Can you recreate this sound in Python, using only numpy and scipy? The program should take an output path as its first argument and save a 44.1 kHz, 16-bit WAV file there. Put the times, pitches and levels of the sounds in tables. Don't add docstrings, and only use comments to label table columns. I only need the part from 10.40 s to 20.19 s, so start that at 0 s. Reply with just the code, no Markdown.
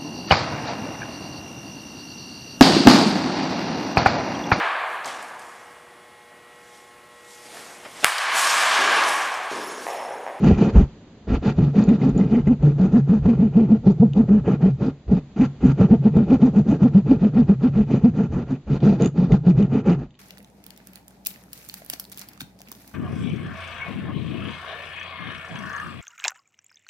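import sys
import numpy as np
from scipy import signal
from scipy.fft import rfft, irfft, next_fast_len
from scipy.io import wavfile
from scipy.ndimage import uniform_filter1d

SR = 44100
rng = np.random.default_rng(int(sys.argv[2]) if len(sys.argv) > 2 else 0)


def transcribe(signal):
    frames = np.atleast_2d(signal).T
    limited = np.clip(frames, -1, 1)
    pcm = np.round(limited * 32767).astype(np.int16)
    wavfile.write(sys.argv[1], SR, pcm)


def volts_from_db(level):
    exponent = np.asarray(level, float) / 20
    return 10 ** exponent


N = 431738
T = np.arange(N) / SR
SIZE = next_fast_len(N + SR)


def curve(table):
    hz, db = np.transpose(table)
    return np.interp(np.log(np.fft.rfftfreq(SIZE, 1 / SR) + 1), np.log(hz + 1), db)


def noise(table):
    white = rfft(rng.standard_normal(SIZE))
    x = irfft(white * volts_from_db(curve(table)), SIZE)[:N]
    return x / x.std()


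def walk(rate):
    k = int(SR / rate)
    x = uniform_filter1d(uniform_filter1d(rng.standard_normal(N), k), k)
    x = x - uniform_filter1d(x, 5 * k)
    return x / x.std()


def hump(start, length, rise, fall):
    first = max(int((start - rise) * SR), 0)
    last = min(int((start + length + 4 * fall) * SR), N)
    i = np.arange(first, last)
    opening = np.sin(np.pi / 2 * np.clip((T[i] - start + rise) / (2 * rise), 0, 1)) ** 2
    closing = np.exp(-(np.clip(T[i] - start - length + fall, 0, None) / (2 * fall)) ** 2)
    return i, (T[i] - start) / length, opening * closing


def add_swing(out, start, db, hz, t60):
    first = int(start * SR)
    t = T[:min(int(t60 * SR), N - first)]
    out[first:first + len(t)] += volts_from_db(db) * np.sin(2 * np.pi * hz * t) * np.exp(-np.log(1000) * t / t60)


# hz, side_minus_mid_db
WIDTH = [(60, -29), (100, -35), (180, -42.5), (300, -33), (520, -19.5), (900, -18), (1540, -9.5),
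         (2640, -9), (4540, -3), (7800, -3.5)]
# hz, level_db_per_hz
HOUSE_COLOUR = [(15, -12.5), (25, -4.5), (239, 1.5), (276, -2.5), (438, -9), (1340, -23), (3530, -28.5),
                (3890, -29), (5330, -34.5), (7310, -36.5), (8250, -55), (10700, -81.5), (18200, -120)]
# time_s, level_db
HOUSE_LEVEL = [
    (0, -41),
    (.7, -45),
    (4.6, -48.5),
    (5.15, -45),
    (8.2, -50),
    (9.79, -55.5),
]


def house():
    level = volts_from_db(np.interp(T, *np.transpose(HOUSE_LEVEL)) + 0.39 * walk(3.2))
    mid = rfft(level * noise(HOUSE_COLOUR), SIZE)
    side = rfft(level * noise(HOUSE_COLOUR), SIZE)
    return mid, side * volts_from_db(curve(WIDTH) + 4.0)


# start_s, length_s, level_db, top_pitch_hz, air_db
GRUNT_ROWS = [
    (0.036, 0.11, -14, 178, -21),
    (0.19, 0.11, -17.5, 203, -21.5),
    (0.351, 0.087, -17.5, 178, -24),
    (0.902, 0.063, -21.5, 182, -26.5),
    (1.054, 0.061, -25.5, 186, -23),
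              (1.181, 0.12, -15, 144.5, -30.5), (1.365, 0.077, -15, 231, -23),
              (1.479, 0.085, -11, 233, -26.5), (1.612, 0.1, -18.5, 217, -25.5),
              (1.762, 0.11, -16, 200.3, -27.5), (1.911, 0.099, -14, 246.7, -26.5),
              (2.068, 0.078, -12.5, 251.6, -32), (2.23, 0.092, -9.5, 147.3, -29),
              (2.397, 0.088, -13.5, 194.8, -26.5), (2.534, 0.066, -10, 245, -26.5),
              (2.693, 0.093, -12.5, 219.5, -30), (2.852, 0.1, -12, 234, -29.5),
              (2.988, 0.098, -12.5, 224.7, -33), (3.154, 0.1, -10.5, 232.9, -28),
              (3.297, 0.074, -12.5, 227, -29), (3.465, 0.057, -10.5, 203.4, -25),
              (3.6, 0.074, -9, 227.8, -33), (3.766, 0.068, -10.5, 234.8, -27),
              (3.89, 0.11, -11.5, 214.2, -30), (4.071, 0.085, -18.5, 198, -24),
              (4.227, 0.077, -10, 190, -27), (4.416, 0.085, -23, 193.6, -26.5),
              (4.709, 0.075, -13, 189.2, -29.5), (4.994, 0.06, -13, 268.2, -26),
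               (5.237, 0.075, -13, 188.7, -26), (5.401, 0.058, -8.5, 200.3, -22),
               (5.509, 0.049, -7, 236.3, -25.5), (5.652, 0.035, -8.5, 227.6, -25),
               (5.753, 0.096, -13, 225.2, -28), (5.899, 0.068, -11, 266.4, -23.5),
               (6.019, 0.077, -11, 262, -26), (6.162, 0.048, -9.5, 224, -25.5),
               (6.285, 0.077, -14.5, 250, -25), (6.418, 0.063, -11, 241, -26.5),
               (6.547, 0.058, -8.5, 207, -30), (6.683, 0.077, -12.5, 273, -26.5),
               (6.817, 0.07, -12, 213.4, -27.5), (6.955, 0.074, -10.5, 246.4, -28),
               (7.09, 0.05, -11, 207, -31.5), (7.231, 0.056, -11, 256, -28.5),
               (7.356, 0.074, -12, 221, -30), (7.503, 0.086, -20.5, 216.3, -27.5),
               (7.637, 0.058, -9.5, 250.5, -32), (7.765, 0.099, -17.5, 190.8, -30),
               (7.932, 0.1, -20.5, 180.4, -31), (8.094, 0.066, -24.5, 193.3, -33.5),
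              (8.301, 0.07, -15.5, 146, -29.5),
    (8.434, 0.12, -13, 203.2, -24.5),
    (8.609, 0.067, -14, 179.3, -21.5),
    (8.775, 0.1, -15, 186.8, -27),
    (8.922, 0.044, -9.5, 190, -22.5),
    (9.067, 0.054, -8, 186.4, -25.5),
    (9.177, 0.085, -12.5, 201.6, -27),
    (9.326, 0.083, -19.5, 200.6, -26.5),
    (9.472, 0.073, -11.5, 181.2, -23),
    (9.585, 0.071, -32, 180, -39.5),
]
GRUNT = GRUNT_ROWS
REST_S = .2
# time_s, mouth_hiss_over_rasp_db, hoarseness_0_to_1
THROAT = [(0.05, -22, .2), (1.05, -19.5, 0), (1.2, -23.5, 0.2), (1.62, -24, 0.4), (2.0, -23.5, .05),
          (2.9, -23.5, 0.22), (3.2, -27.5, 0.19), (3.902, -26.5, 0.24), (4.7, -24.5, 0.4),
          (5.001, -19.5, 0), (5.25, -23, 0.7), (5.5, -27.5, .12), (6.001, -24, 0.22), (6.5, -24.5, 0.26),
          (7.3, -22.5, 0.19), (8.1, -20.5, 0), (8.6, -24, .25), (9.5, -22.5, 0.2)]
AIR_LEAD_S, AIR_EXTRA_S, AIR_PEAK = 0.011, 0.012, 0.42
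GASP_LEAD_S, GASP_PEAK = 0.024, 0.7
GASP_RISE_S, FLOW_RISE_S = 0.0043, 0.032


def puffs():
    start, length, _, _, air_db = np.transpose(GRUNT)
    at, mouth_db, _ = np.transpose(THROAT)
    rested = np.diff(start, prepend=0) > REST_S
    lead = np.where(rested, GASP_LEAD_S, AIR_LEAD_S)
    rise = np.where(rested, GASP_RISE_S, FLOW_RISE_S)
    peak = np.where(rested, GASP_PEAK, AIR_PEAK)
    flow_length = length + lead + AIR_EXTRA_S - AIR_LEAD_S
    return zip(start - lead, flow_length, rise, peak, air_db, np.interp(start, at, mouth_db))


# time_s, level_db
HEAVE = [(0.08, -18), (0.376, -10.5), (0.918, -21), (1.191, -26.5), (2.83, -23.5), (4.699, -27.5),
         (5.25, -27.5), (7.37, -30), (7.921, -28.5), (8.299, -34), (8.918, -25.5), (9.171, -30)]
HEAVE_S = .05
CHEST_DB, CHEST_SAG_DB_PER_S = -38, -.9


def chest(flow):
    panting = uniform_filter1d(flow, int(.2 * SR))
    size = (1.2 * panting + flow) * volts_from_db(CHEST_DB + CHEST_SAG_DB_PER_S * T)
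    for s, db in HEAVE:
        i, _, gate = hump(s - HEAVE_S / 2, HEAVE_S, rise=0.023, fall=0.024)
        size[i] += gate * volts_from_db(db)
    return size


# hz, level_db_per_hz
RASP = [(60, -24.5), (110, -5), (210, 3), (300, -6), (440, -7), (530, -11), (800, -21), (1000, -32),
        (1400, -33), (2000, -67)]
HISS = [(700, 7), (1300, 5.5), (1900, -2), (2450, -2.5), (3300, -8.5), (4900, -10), (5800, -12.5),
        (6800, -17.5), (7900, -24.5)]
THUMP = [(15, -16), (32, -4), (55, 0), (85, -3), (125, -20), (300, -90)]


def breath(beat):
    rasp, hiss, flow = np.zeros((3, N))
    for s, length, rise, peak, rasp_db, hiss_db in puffs():
        i, u, gate = hump(s - .008, length + 0.0033, rise, fall=0.015)
        swell = gate * volts_from_db(-16.0 * (np.clip(u, 0, 1) - peak) ** 2)
        flow[i] += swell
        rasp[i] += swell * volts_from_db(rasp_db)
        i, u, gate = hump(s - .008, length + 0.015, rise, fall=0.0049)
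        hiss[i] += gate * volts_from_db(rasp_db + hiss_db - 26.0 * (np.clip(u, 0, 1) - peak) ** 2)
    grain = volts_from_db(2.1 * walk(80))
    air = volts_from_db(4.5) * rasp * noise(RASP) * grain
    gust = volts_from_db(1.4 * walk(89))
    for k in range(1, len(HISS) - 1, 2):
        stretch = HISS[k - 1:k + 2]
        (low_hz, low_db), (_, db), (top_hz, top_db) = stretch
        band = noise([(0.98 * low_hz, low_db - 24.0), *stretch, (1.0 * top_hz, top_db - 39.0)])
        band = band * volts_from_db(1.4 * walk(50) + 1.6 * walk(2.5))
        band_db = 3.0 + db + 10 * np.log10((top_hz - low_hz) / 2000)
        air += volts_from_db(band_db) * hiss * gust * band
    thump = chest(flow) * volts_from_db(2.2 * walk(15)) * noise(THUMP)
    return (1 + 0.5 * beat) * air + thump


# multiple, level_db
OVERTONES = [(2, -23.5), (3, -33), (4, -43.5)]
SLACK_HZ, START_SHARE, END_SHARE = 154.6, .15, 0.33
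FADE_DB = -3.5
POP_FADE_DB, POP_START_SHARE = -6, -.05
FIRM_DB, ROUGH_PER_DB = -10.5, 0.07
RESTING_DB = -5.5


def voice():
    out, beat = np.zeros(N), np.zeros(N)
    shake, flutter = walk(70), walk(58)
    rumble = noise([(70, -26.5), (130, 6.5), (210, 5.5), (270, 11.5), (340, -58.5)])
    murmur = noise([(90, -21), (125, 13.0), (150, 23.5), (200, -14), (280, -53.0)])
    at, _, hoarse = np.transpose(THROAT)
    rests = np.diff(np.transpose(GRUNT)[0], append=99) > REST_S
    for (s, length, db, top_hz, _), rest in zip(GRUNT, rests):
        popped = any(abs(p - s) < .012 and pop_db > -13 for p, pop_db in POP)
        i, u, gate = hump(s, length, rise=.004 if popped else .009, fall=0.02)
        u = np.clip(u, -.1, 1.3)
        rough = np.interp(s, at, hoarse) + ROUGH_PER_DB * (FIRM_DB - db)
        rough = np.clip(rough, 0, 1)

        start_hz = SLACK_HZ + (POP_START_SHARE if popped else START_SHARE) * (top_hz - SLACK_HZ)
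        end_hz = SLACK_HZ + END_SHARE * (top_hz - SLACK_HZ)
        hz = start_hz * (1 - u) * (1 - 2 * u) + 4 * top_hz * u * (1 - u) + end_hz * u * (2 * u - 1)
        shaken_hz = np.clip(hz, 80, 320) * (1 + .16 * rough * shake[i])
        phase = 2 * np.pi * np.cumsum(shaken_hz) / SR

        tone = np.sin(phase)
        for k, overtone_db in OVERTONES:
            tone += volts_from_db(overtone_db + 4.6 * shake[i]) * np.sin(k * phase + 1.2 + 0.48 * flutter[i])
        tone = np.sqrt(2) * tone * volts_from_db((.7 + 4.0 * rough) * flutter[i])
        fade_db = POP_FADE_DB if popped else FADE_DB
        effort = volts_from_db(db + fade_db * (u - .5) - 16.2 * (u - .4) ** 2)
        blend = np.sqrt(1 - rough ** 2) * tone + 1.23 * rough ** 1.66 * rumble[i]
        out[i] += gate * effort * blend
        beat[i] += gate * (1 - rough) * np.cos(phase)

        i, _, gate = hump(s + 0.62 * length, 0.08, rise=0.014, fall=0.0097)
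        out[i] += gate * volts_from_db(db - 15.5 + rest * RESTING_DB) * murmur[i]
    return out, beat


# time_s, dull_peak_db, bright_over_dull_db
TICK = [(0.0425, -39, -9.5), (1.4382, -39.5, -3.5), (1.4894, -31, -19), (1.6153, -39, -25),
        (1.6914, -55, 8.5), (1.777, -58, 15.5), (2.0727, -44, -9.5), (2.2255, -44.5, -17),
        (3.733, -33.5, -25), (8.403, -34.5, -28.5), (8.4114, -52, -16), (8.598, -58.5, -1.5),
        (8.6097, -59, 12.5), (8.6207, -30, -5.5), (8.6328, -33.5, -11.5), (8.645, -31.5, -9),
        (8.658, -25.5, -6), (8.6735, -30.5, -16), (8.9194, -27.5, -17.5), (9.2252, -32.5, -16.5),
        (9.706, -48, -23), (9.7418, -50, -43), (9.7514, -45, -29), (9.7725, -55.5, -27)]


def litter_ticks():
    dull, bright = np.zeros((2, N))
    for s, db, bright_db in TICK:
        add_swing(dull, s, db, 90., .012)
        add_swing(bright, s, db + bright_db, 90., .012)
    dull_noise = noise([(1500, -19), (2800, 0), (3600, 0.5), (4800, -12.5), (5500, -19.0)])
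    bright_noise = noise([(5300, -12.5), (6200, 3), (6900, 4), (7600, -8.0), (8200, -29)])
    return volts_from_db(1.0) * dull * dull_noise + volts_from_db(9.0) * bright * bright_noise


# time_s, peak_db
POP = [(0.355, -2.5), (1.183, 2.5), (1.484, -23.5), (2.071, 1), (2.699, -6), (2.853, 2), (2.995, -7),
       (3.166, -14), (3.468, -6.5), (3.605, -9.5), (5.407, 5.5), (5.508, -1.5), (5.657, -24), (5.762, 5),
       (6.309, -5.5), (6.427, 1), (6.549, -6.5), (6.816, -20), (7.09, 0.5), (7.232, -15), (7.639, -5),
       (8.926, 2), (9.184, -14)]


def fold_pops():
    out, spit = np.zeros((2, N))
    for s, db in POP:
        add_swing(out, s + .007, db - 9.5, 170., .03)
        add_swing(spit, s + 0.00087, db - 17.5, 25., .05)
    return out + spit * noise([(200, -9.0), (450, 4.5), (900, -12.0), (2500, -33), (6000, -44.0)])


# time_s, peak_db
CREAK = [
    (0.955, -55),
    (1.487, -47),
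    (1.615, -34.5),
    (1.811, -33.5),
    (1.995, -43.5),
    (2.072, -33),
    (8.919, -30),
]
CREAK_HZ, CREAK_T60_S = 2070, 0.036


def stalk_creaks():
    out = np.zeros(N)
    for s, db in CREAK:
        add_swing(out, s, db, CREAK_HZ, CREAK_T60_S)
    return out


# pitch_hz, level_db, t60_s
BOX = [(62, -28.5, 0.056), (142.9, -12, 0.28), (217, -35.5, 0.48), (372, -22.5, 0.087), (469, -15.5, 0.072)]
# centre_hz, width_hz, gain_db
WALLS = [(615, 30, -8), (850, 110, 5), (1390, 140, 4), (1475, 40, -7), (1620, 80, 3), (1900, 90, 4),
         (2210, 80, -6), (2480, 200, 5), (2950, 120, 4), (3620, 120, 4), (6380, 100, 5), (6850, 200, 5)]


def cavity(x):
    modes = np.zeros(N)
    for hz, db, t60 in BOX:
        add_swing(modes, 0, db + 20 * np.log10(2 * np.log(1000) / t60 / SR), hz, t60)
    tail = noise([(100, -24), (350, -10), (1000, -7.5), (8000, -9.5)]) * np.exp(-np.log(1000) * T / .22)
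    mid = modes * volts_from_db(14.5) + volts_from_db(-44) * tail
    mid[0] += 1
    bins = np.fft.rfftfreq(SIZE, 1 / SR)
    walls_db = sum(db / (1 + (2 * (bins - hz) / width) ** 2) for hz, width, db in WALLS)
    heard = rfft(x, SIZE) * volts_from_db(walls_db)
    echoes = rng.standard_normal(N) * np.exp(-np.log(1000) * T / 0.085)
    side = rfft(echoes / np.sqrt(np.sum(echoes ** 2)), SIZE) * volts_from_db(curve(WIDTH))
    return heard * rfft(mid, SIZE), heard * side


# hz, left_minus_right_db
TILT = [(300, 0), (1000, -1), (8000, -1)]


def scene():
    note, beat = voice()
    inside = note + breath(beat) + litter_ticks() + fold_pops() + stalk_creaks()
    mid, side = np.add(cavity(inside), house())
    lean = volts_from_db(curve(TILT) / 2)
    left = irfft((mid + side) * lean, SIZE)[:N]
    right = irfft((mid - side) / lean, SIZE)[:N]
    return np.array([left, right])


def band_limit(x):
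    return signal.sosfilt(signal.butter(12, 8400, fs=SR, output="sos"), x)


def record(dry):
    x = np.clip(.92 * dry, -.93, .93)
    x = signal.lfilter(*signal.iirnotch(5400., 10., SR), x)
    x = signal.sosfilt(signal.butter(2, 38., "high", fs=SR, output="sos"), x)
    x = signal.sosfilt(signal.cheby1(7, .3, 7350, fs=SR, output="sos"), x)
    return band_limit(x)


dry = scene()
out = record(dry)
transcribe(out)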